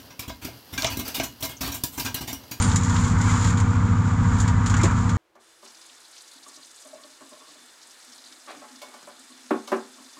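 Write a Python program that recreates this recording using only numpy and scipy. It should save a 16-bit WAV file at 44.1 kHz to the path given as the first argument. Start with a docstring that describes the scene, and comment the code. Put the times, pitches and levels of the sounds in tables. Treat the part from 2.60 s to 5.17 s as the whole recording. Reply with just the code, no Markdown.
"""A large shredder grinds a tire outdoors: its cutters tear rubber in a patchy crackle of tiny noise cracks,
with louder snaps, a coarse grind, pitched creaks, one knock with a bounce and a short squeal.
A six-cylinder diesel drones at steady speed and beats against a second shaft hum, and a hydraulic pump whines;
these are sums of wavering tones. A broad roar of shaped noise lies behind it all."""
import sys
import numpy as np
from scipy import signal
from scipy.fft import rfft, irfft, next_fast_len
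from scipy.io import wavfile
from scipy.ndimage import uniform_filter1d

SR = 44100
rng = np.random.default_rng(int(sys.argv[2]) if len(sys.argv) > 2 else 0)


def store_pcm(level_fs):
    """Save levels as 16-bit WAV."""
    pcm = np.round(np.clip(level_fs, -1, 1) * 32767).astype(np.int16)
    wavfile.write(sys.argv[1], SR, np.atleast_2d(pcm).T)


N = 113337  # length in samples


def undb(db):
    """Turn decibels into an amplitude factor."""
    return 10 ** (np.asarray(db) / 20)


def level(x, db):
    """Scale a sound to a given rms level in dB."""
    return x * undb(db) / np.sqrt(np.mean(x ** 2))


def curve(rows, axis=1):
    """Draw straight lines through one column of a table whose first column is time."""
    rows = np.array(rows, float)
    return np.interp(np.arange(N) / SR, rows[:, 0], rows[:, axis])


def walk(rate):
    """Random levels held 1 / rate s and smoothed twice; spread near 1."""
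    hold = int(SR / rate)
    steps = np.repeat(rng.standard_normal(N // hold + 1), hold)
    return 1.3 * uniform_filter1d(uniform_filter1d(steps, hold), hold)[:N]


def colour(x, points):
    """Shape a spectrum by (f/Hz, level/dB) points, joined along a logarithmic pitch scale."""
    points, size = np.array(points, float), next_fast_len(N)
    hz = np.maximum(np.arange(size // 2 + 1) * SR / size, 1)
    gain_db = np.interp(np.log(hz), np.log(points[:, 0]), points[:, 1])
    return irfft(rfft(x, size) * undb(gain_db), size)[:N]


def band(x, hz, width_hz):
    """Keep a resonant band around one frequency."""
    return signal.lfilter(*signal.iirpeak(hz, hz / width_hz, SR), x)


def tone(hz, db, start, waver_db, drift):
    """A machine tone whose level (dB) and timing (radians of phase) waver a little."""
    loudness = np.sqrt(2) * undb(db + waver_db * walk(3.9))
    phase = 2 * np.pi * hz * (np.arange(N) / SR - start) + drift * walk(3)
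    return loudness * np.cos(phase)


GRAINS_PER_S, GRAIN_SPREAD_DB, GRAIN_T60_S = 6200, 2.5, 0.02


def ragged_cracks():
    """Loudness of a dense swarm of tiny cracks, uneven in size, each with a short fading tail."""
    chance = rng.random((2, N))
    # the squared loudness adds up, so each crack is a puff of power
    cracks = (chance[0] < GRAINS_PER_S / SR) * undb(-2 * GRAIN_SPREAD_DB * np.log(1 - chance[1]))
    fade = np.exp(-2 * np.log(1000) / (GRAIN_T60_S * SR))
    swarm = np.sqrt(signal.lfilter([1], [1, -fade], cracks) + 1e-9)
    return level(np.minimum(swarm, 1.7 * np.median(swarm)), 0)


# Snaps of cord and rubber, levels before the shared trims: t/s, peak level/dB,
# low crunch level/dB against treble, fade by 60 dB t/s, middle band level/dB against treble
CORD_SNAPS = [(0.023, -16, -15, 0.16, 1.5), (0.1154, -21, -24, 0.037, 12.5), (0.159, -9, -11, 0.1, -9),
              (0.233, -20.5, -12, 0.14, -13), (0.296, -21, -10, 0.11, -3), (0.3406, -23, -7, 0.1, -3),
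              (0.3626, -27.5, -9, 0.088, 15), (0.48, -26, -8, 0.073, -1), (0.586, -27, 2, 0.11, -14),
              (0.611, -20.5, 3, 0.14, -3), (0.671, -34, 8, 0.11, 0), (0.7153, -31, 4, 0.11, 9),
              (0.81, -32, 11, 0.13, -5), (0.843, -21.5, 5, 0.16, -1), (0.9727, -23.5, -12, 0.16, 2.5),
              (1.0008, -22, 3, 0.1, -10), (1.783, -27, 2, 0.17, 1), (1.8004, -17, -17.5, 0.16, -8),
              (1.8772, -20.5, 2.5, 0.12, 2), (2.0603, -17.5, -27, 0.13, 0.5),
              (2.0976, -20.5, -3, 0.15, 2.5), (2.14, -23.5, 15.5, 0.057, -14), (2.167, -20.5, 2, 0.16, -9),
              (2.2134, -23.5, 10.5, 0.072, -9), (2.2328, -13, -20, 0.14, -16), (2.3106, -28, -16, 0.12, -7),
              (2.4925, -24, 4, 0.11, 4)]
SNAP_RISE_S, SNAP_TRIM_DB = 0.00047, -7.5
CRACK_DB, CRACK_T60_S = 5, .01  # extra sharp start of each snap


def snaps():
    """Power of the snaps in treble, middle and low bands: each rises fast and fades evenly in dB."""
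    t, treble, middle, low = np.arange(N) / SR, 0, 0, 0
    for start, db, low_db, t60, middle_db in CORD_SNAPS:
        u = np.maximum(t - start, 0)
        shape = (1 - np.exp(-u / SNAP_RISE_S)) * undb(db + SNAP_TRIM_DB - 60 * u / t60)
        power = shape ** 2
        treble = treble + power * (1 + undb(2 * (CRACK_DB - 60 * u / CRACK_T60_S)))
        middle = middle + power * undb(2 * middle_db)
        low = low + power * undb(2 * low_db)
    return treble, middle, low


CHIRPS_PER_S, CHIRP_LO_HZ, CHIRP_HI_HZ, CHIRP_T60_S, CHIRP_DB = 220, 900, 2400, .06, -6


def chirps():
    """Short pitched creaks of stretched rubber and wire, scattered in time and pitch."""
    rows, out = rng.random((1200, 4)), np.zeros(N + 4096)
    u = np.arange(4096) / SR
    starts = np.cumsum(-np.log(1 - rows[:, 0])) / CHIRPS_PER_S
    for start, (_, pitch, size, glide) in zip(starts, rows):
        if start * SR < N:
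            hz = CHIRP_LO_HZ * (CHIRP_HI_HZ / CHIRP_LO_HZ) ** (pitch ** 1.6)
            # higher creaks are weaker
            db = 6.9 * size - 60 * u / CHIRP_T60_S - 4 * np.log2(hz / 1000)
            shape = (1 - np.exp(-u / 0.0025)) * undb(db)
            first = int(start * SR)
            out[first:first + 4096] += shape * np.sin(2 * np.pi * hz * u * (1 + 2.24 * (glide - .5) * u))
    return level(out[:N], CHIRP_DB)


GRIND_HZ, GRIND_WIDTH_HZ, GRIND_DB = 1242, 730, -6


def grind():
    """Coarse lumpy noise in a middle band, joined by the creaks."""
    lumps = undb(2.5 * walk(70)) * rng.standard_normal(N)
    once = band(lumps, GRIND_HZ, GRIND_WIDTH_HZ)
    return level(band(once, GRIND_HZ, GRIND_WIDTH_HZ), GRIND_DB) + chirps()


# Tone colour of tearing rubber, relative: f/Hz, level/dB
TEAR_COLOUR = [(400, -47), (1000, 0.5), (2200, 0), (2800, -2.5), (3300, 1), (5000, -2.5), (8000, -4.5),
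               (10000, -8), (15000, -5.5)]
# How hard the cutters tear, before the trims: t/s, crackle level/dB, grind level/dB
TEARING_FORCE = [(0, -26.5, -31.5), (.09, -31, -30.5), (.2, -39, -33), (.29, -35.5, -31), (.4, -31, -29.5),
                 (.5, -32, -34.5), (.57, -36, -32), (.65, -34.5, -29), (.78, -31.5, -29.5), (.9, -31, -30),
                 (.95, -40, -31.5), (1.03, -40, -34), (1.17, -46.5, -33), (1.4, -50, -35),
                 (1.48, -41.5, -32.5), (1.56, -46.5, -37), (1.7, -41.5, -32), (1.95, -46, -32.5),
                 (2.05, -43, -34), (2.18, -42, -27), (2.33, -43, -32), (2.45, -42, -35), (2.57, -44.5, -38)]
SPLIT_HZ = 4400  # border between middle and treble
CRUNCH_HZ, CRUNCH_WIDTH_HZ = 1500, 440


def tearing():
    """Cutters tear rubber: noise follows the patchy cracks and snaps, with low crunch and grind below."""
    ragged = ragged_cracks()
    bed = ragged * undb(curve(TEARING_FORCE) + 1.8 * walk(14.4))
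    snap, middle, low = snaps()

    def torn_noise(power, side):
        noise = np.sqrt(bed ** 2 + power * ragged) * rng.standard_normal(N)
        return signal.lfilter(*signal.butter(2, SPLIT_HZ, side, fs=SR), noise)

    # a single click shows how much the colouring changes the level
    click = colour(np.eye(1, N)[0], TEAR_COLOUR)
    crackle = colour(torn_noise(snap, "high") + torn_noise(middle, "low"), TEAR_COLOUR)
    crackle = crackle / np.sqrt(np.sum(click ** 2))
    crunch = level(band(rng.standard_normal(N), CRUNCH_HZ, CRUNCH_WIDTH_HZ), -7.5) * np.sqrt(low)
    return undb(-6) * crackle + crunch + grind() * undb(curve(TEARING_FORCE, axis=2))


# Ringing tones of the hopper plate: f/Hz, level/dB, fade by 60 dB t/s
PLATE_MODES = [(121, -40, 0.091), (340.3, -12, 0.073), (540, -25, 0.091), (930, -30, 0.067),
               (1460, -24, 0.056)]
KNOCK_S, KNOCK_PUSH_S = 2.2355, .0015
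BOUNCE_S, BOUNCE_DB = 0.016, -7  # delay and level after the first blow
RATTLE_DB, RATTLE_T60_S = -21, .1


def knock():
    """The tire slams the hopper plate and bounces once; the plate rings in fading tones and rattles."""
    out = 0
    noise = level(band(band(rng.standard_normal(N), 800, 1300), 800, 1300), RATTLE_DB)
    for start, blow_db in (KNOCK_S, 0), (KNOCK_S + BOUNCE_S, BOUNCE_DB):
        u = np.maximum(np.arange(N) / SR - start, 0)
        ring = sum(undb(db - 60 * u / t60) * np.sin(2 * np.pi * hz * u) for hz, db, t60 in PLATE_MODES)
        rattle = noise * undb(-60 * u / RATTLE_T60_S)
        out = out + undb(blow_db) * (ring + rattle) * (1 - np.exp(-u / KNOCK_PUSH_S))
    return out


# Squeal of metal on rubber, before its flutter: t/s, level/dB
SQUEAL_LEVEL = [(.008, -57), (.022, -28.5), (.04, -35), (.06, -40), (.085, -39), (.1, -56), (.135, -55),
                (.15, -65)]
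SQUEAL_HZ, SQUEAL_RISE_HZ_PER_S = 8780, 450


def squeal():
    """A thin stick-slip tone that rises slightly, flutters and dies."""
    t = np.arange(N) / SR
    on = (t > SQUEAL_LEVEL[0][0]) & (t < SQUEAL_LEVEL[-1][0])
    loudness = np.sqrt(2) * undb(curve(SQUEAL_LEVEL) + 1.9 * walk(110))
    turns = (SQUEAL_HZ + SQUEAL_RISE_HZ_PER_S * t / 2) * t
    return on * loudness * np.sin(2 * np.pi * turns + .4 * walk(60))


# Tones of the diesel: multiple of the cycle rate, level/dB (rms before the gain),
# gain (a minus sign flips the wave)
ENGINE_TONES = [(4, -29, 0.094), (6, -25.5, 1), (9, -35.5, 0.92), (10, -39.5, 1), (11, -38, -1.2),
                (12, -31.5, -1.11), (14, -53.5, 0.96), (16, -29.5, -0.85), (18, -34.5, 0.53)]
CYCLE_HZ, FIRST_FIRING_S = 15.002, -.0026  # a cycle is two crank turns with six firings


def engine():
    """A six-cylinder diesel: firing pulses repeat every cycle, giving tones at multiples of its rate."""
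    return sum(gain * tone(k * CYCLE_HZ, db, FIRST_FIRING_S, waver_db=0.38, drift=0.027)
               for k, db, gain in ENGINE_TONES)


# Tones of the second shaft, before the slow level below: multiple of the shaft rate, level/dB
SHAFT_TONES = [(1, -40), (2, -22.5), (3, -50), (4, -45.5)]
# Slow level of the shaft hum: t/s, level/dB
SHAFT_SWELL = [(0, -5.5), (.35, -3), (.6, -0.5), (1.5, 1), (2.57, -0.5)]
SHAFT_HZ, FIRST_CREST_S = 51.89, -.0011


def shaft():
    """A second turning shaft hums at multiples of its rate and beats against nearby engine tones."""
    hum = sum(tone(k * SHAFT_HZ, db, FIRST_CREST_S, waver_db=0.16, drift=0.041) for k, db in SHAFT_TONES)
    return undb(curve(SHAFT_SWELL)) * hum


# Tones of the hydraulic pump: multiple of the piston rate, level/dB
PUMP_TONES = [(2, -46), (4, -44.5), (5, -42.5)]
PUMP_HZ = 238.55


def pump():
    """A hydraulic pump whines at multiples of its piston rate."""
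    return sum(tone(k * PUMP_HZ, db, 0, waver_db=1.0, drift=0.13) for k, db in PUMP_TONES)


# Tone colour of the steady roar of engine, fan and housing, relative: f/Hz, level/dB
ROAR_COLOUR = [(25, -19), (48, -0.5), (70, 0.5), (130, -4.5), (200, -5), (260, -13), (400, -24), (640, -29),
               (850, -21), (1100, -18.5), (1500, -22), (1900, -33.5), (2250, -32.5), (2750, -41.5),
               (3300, -39.5), (5000, -47.5), (8000, -51), (10000, -58.5), (15000, -43)]
ROAR_DB = -25


def roar():
    """Broad noise of engine, fan and housing, lightly throbbing with the firings."""
    throb = 1 + 0.067 * np.cos(2 * np.pi * 6 * CYCLE_HZ * np.arange(N) / SR)
    noise = throb * undb(0.74 * walk(8.62)) * rng.standard_normal(N)
    return level(colour(noise, ROAR_COLOUR), ROAR_DB)


def scene():
    """All the sources added together, as one channel."""
    cutting = tearing() + knock() + squeal()
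    drive = engine() + shaft() + pump()
    return (cutting + drive + roar())[None]


def top_cut(x):
    """Nothing passes above the cut-off."""
    return signal.sosfilt(signal.butter(12, 15250, fs=SR, output="sos"), x)


MIC_HZ, MIC_WIDTH_HZ, MIC_PEAK_DB, MIC_TOP_HZ = 7135, 630, 17.5, 7600
BEND = 0.063  # strength of the lopsidedness


def record(dry):
    """A small microphone with a sharp treble resonance and a steep fall above it."""
    bent = dry - BEND * (dry ** 2 - np.mean(dry ** 2))  # slightly lopsided diaphragm
    resonant = bent + (undb(MIC_PEAK_DB) - 1) * band(bent, MIC_HZ, MIC_WIDTH_HZ)
    mix = signal.sosfilt(signal.butter(3, MIC_TOP_HZ, fs=SR, output="sos"), resonant)
    return top_cut(mix)


dry = scene()
out = record(dry)
store_pcm(out)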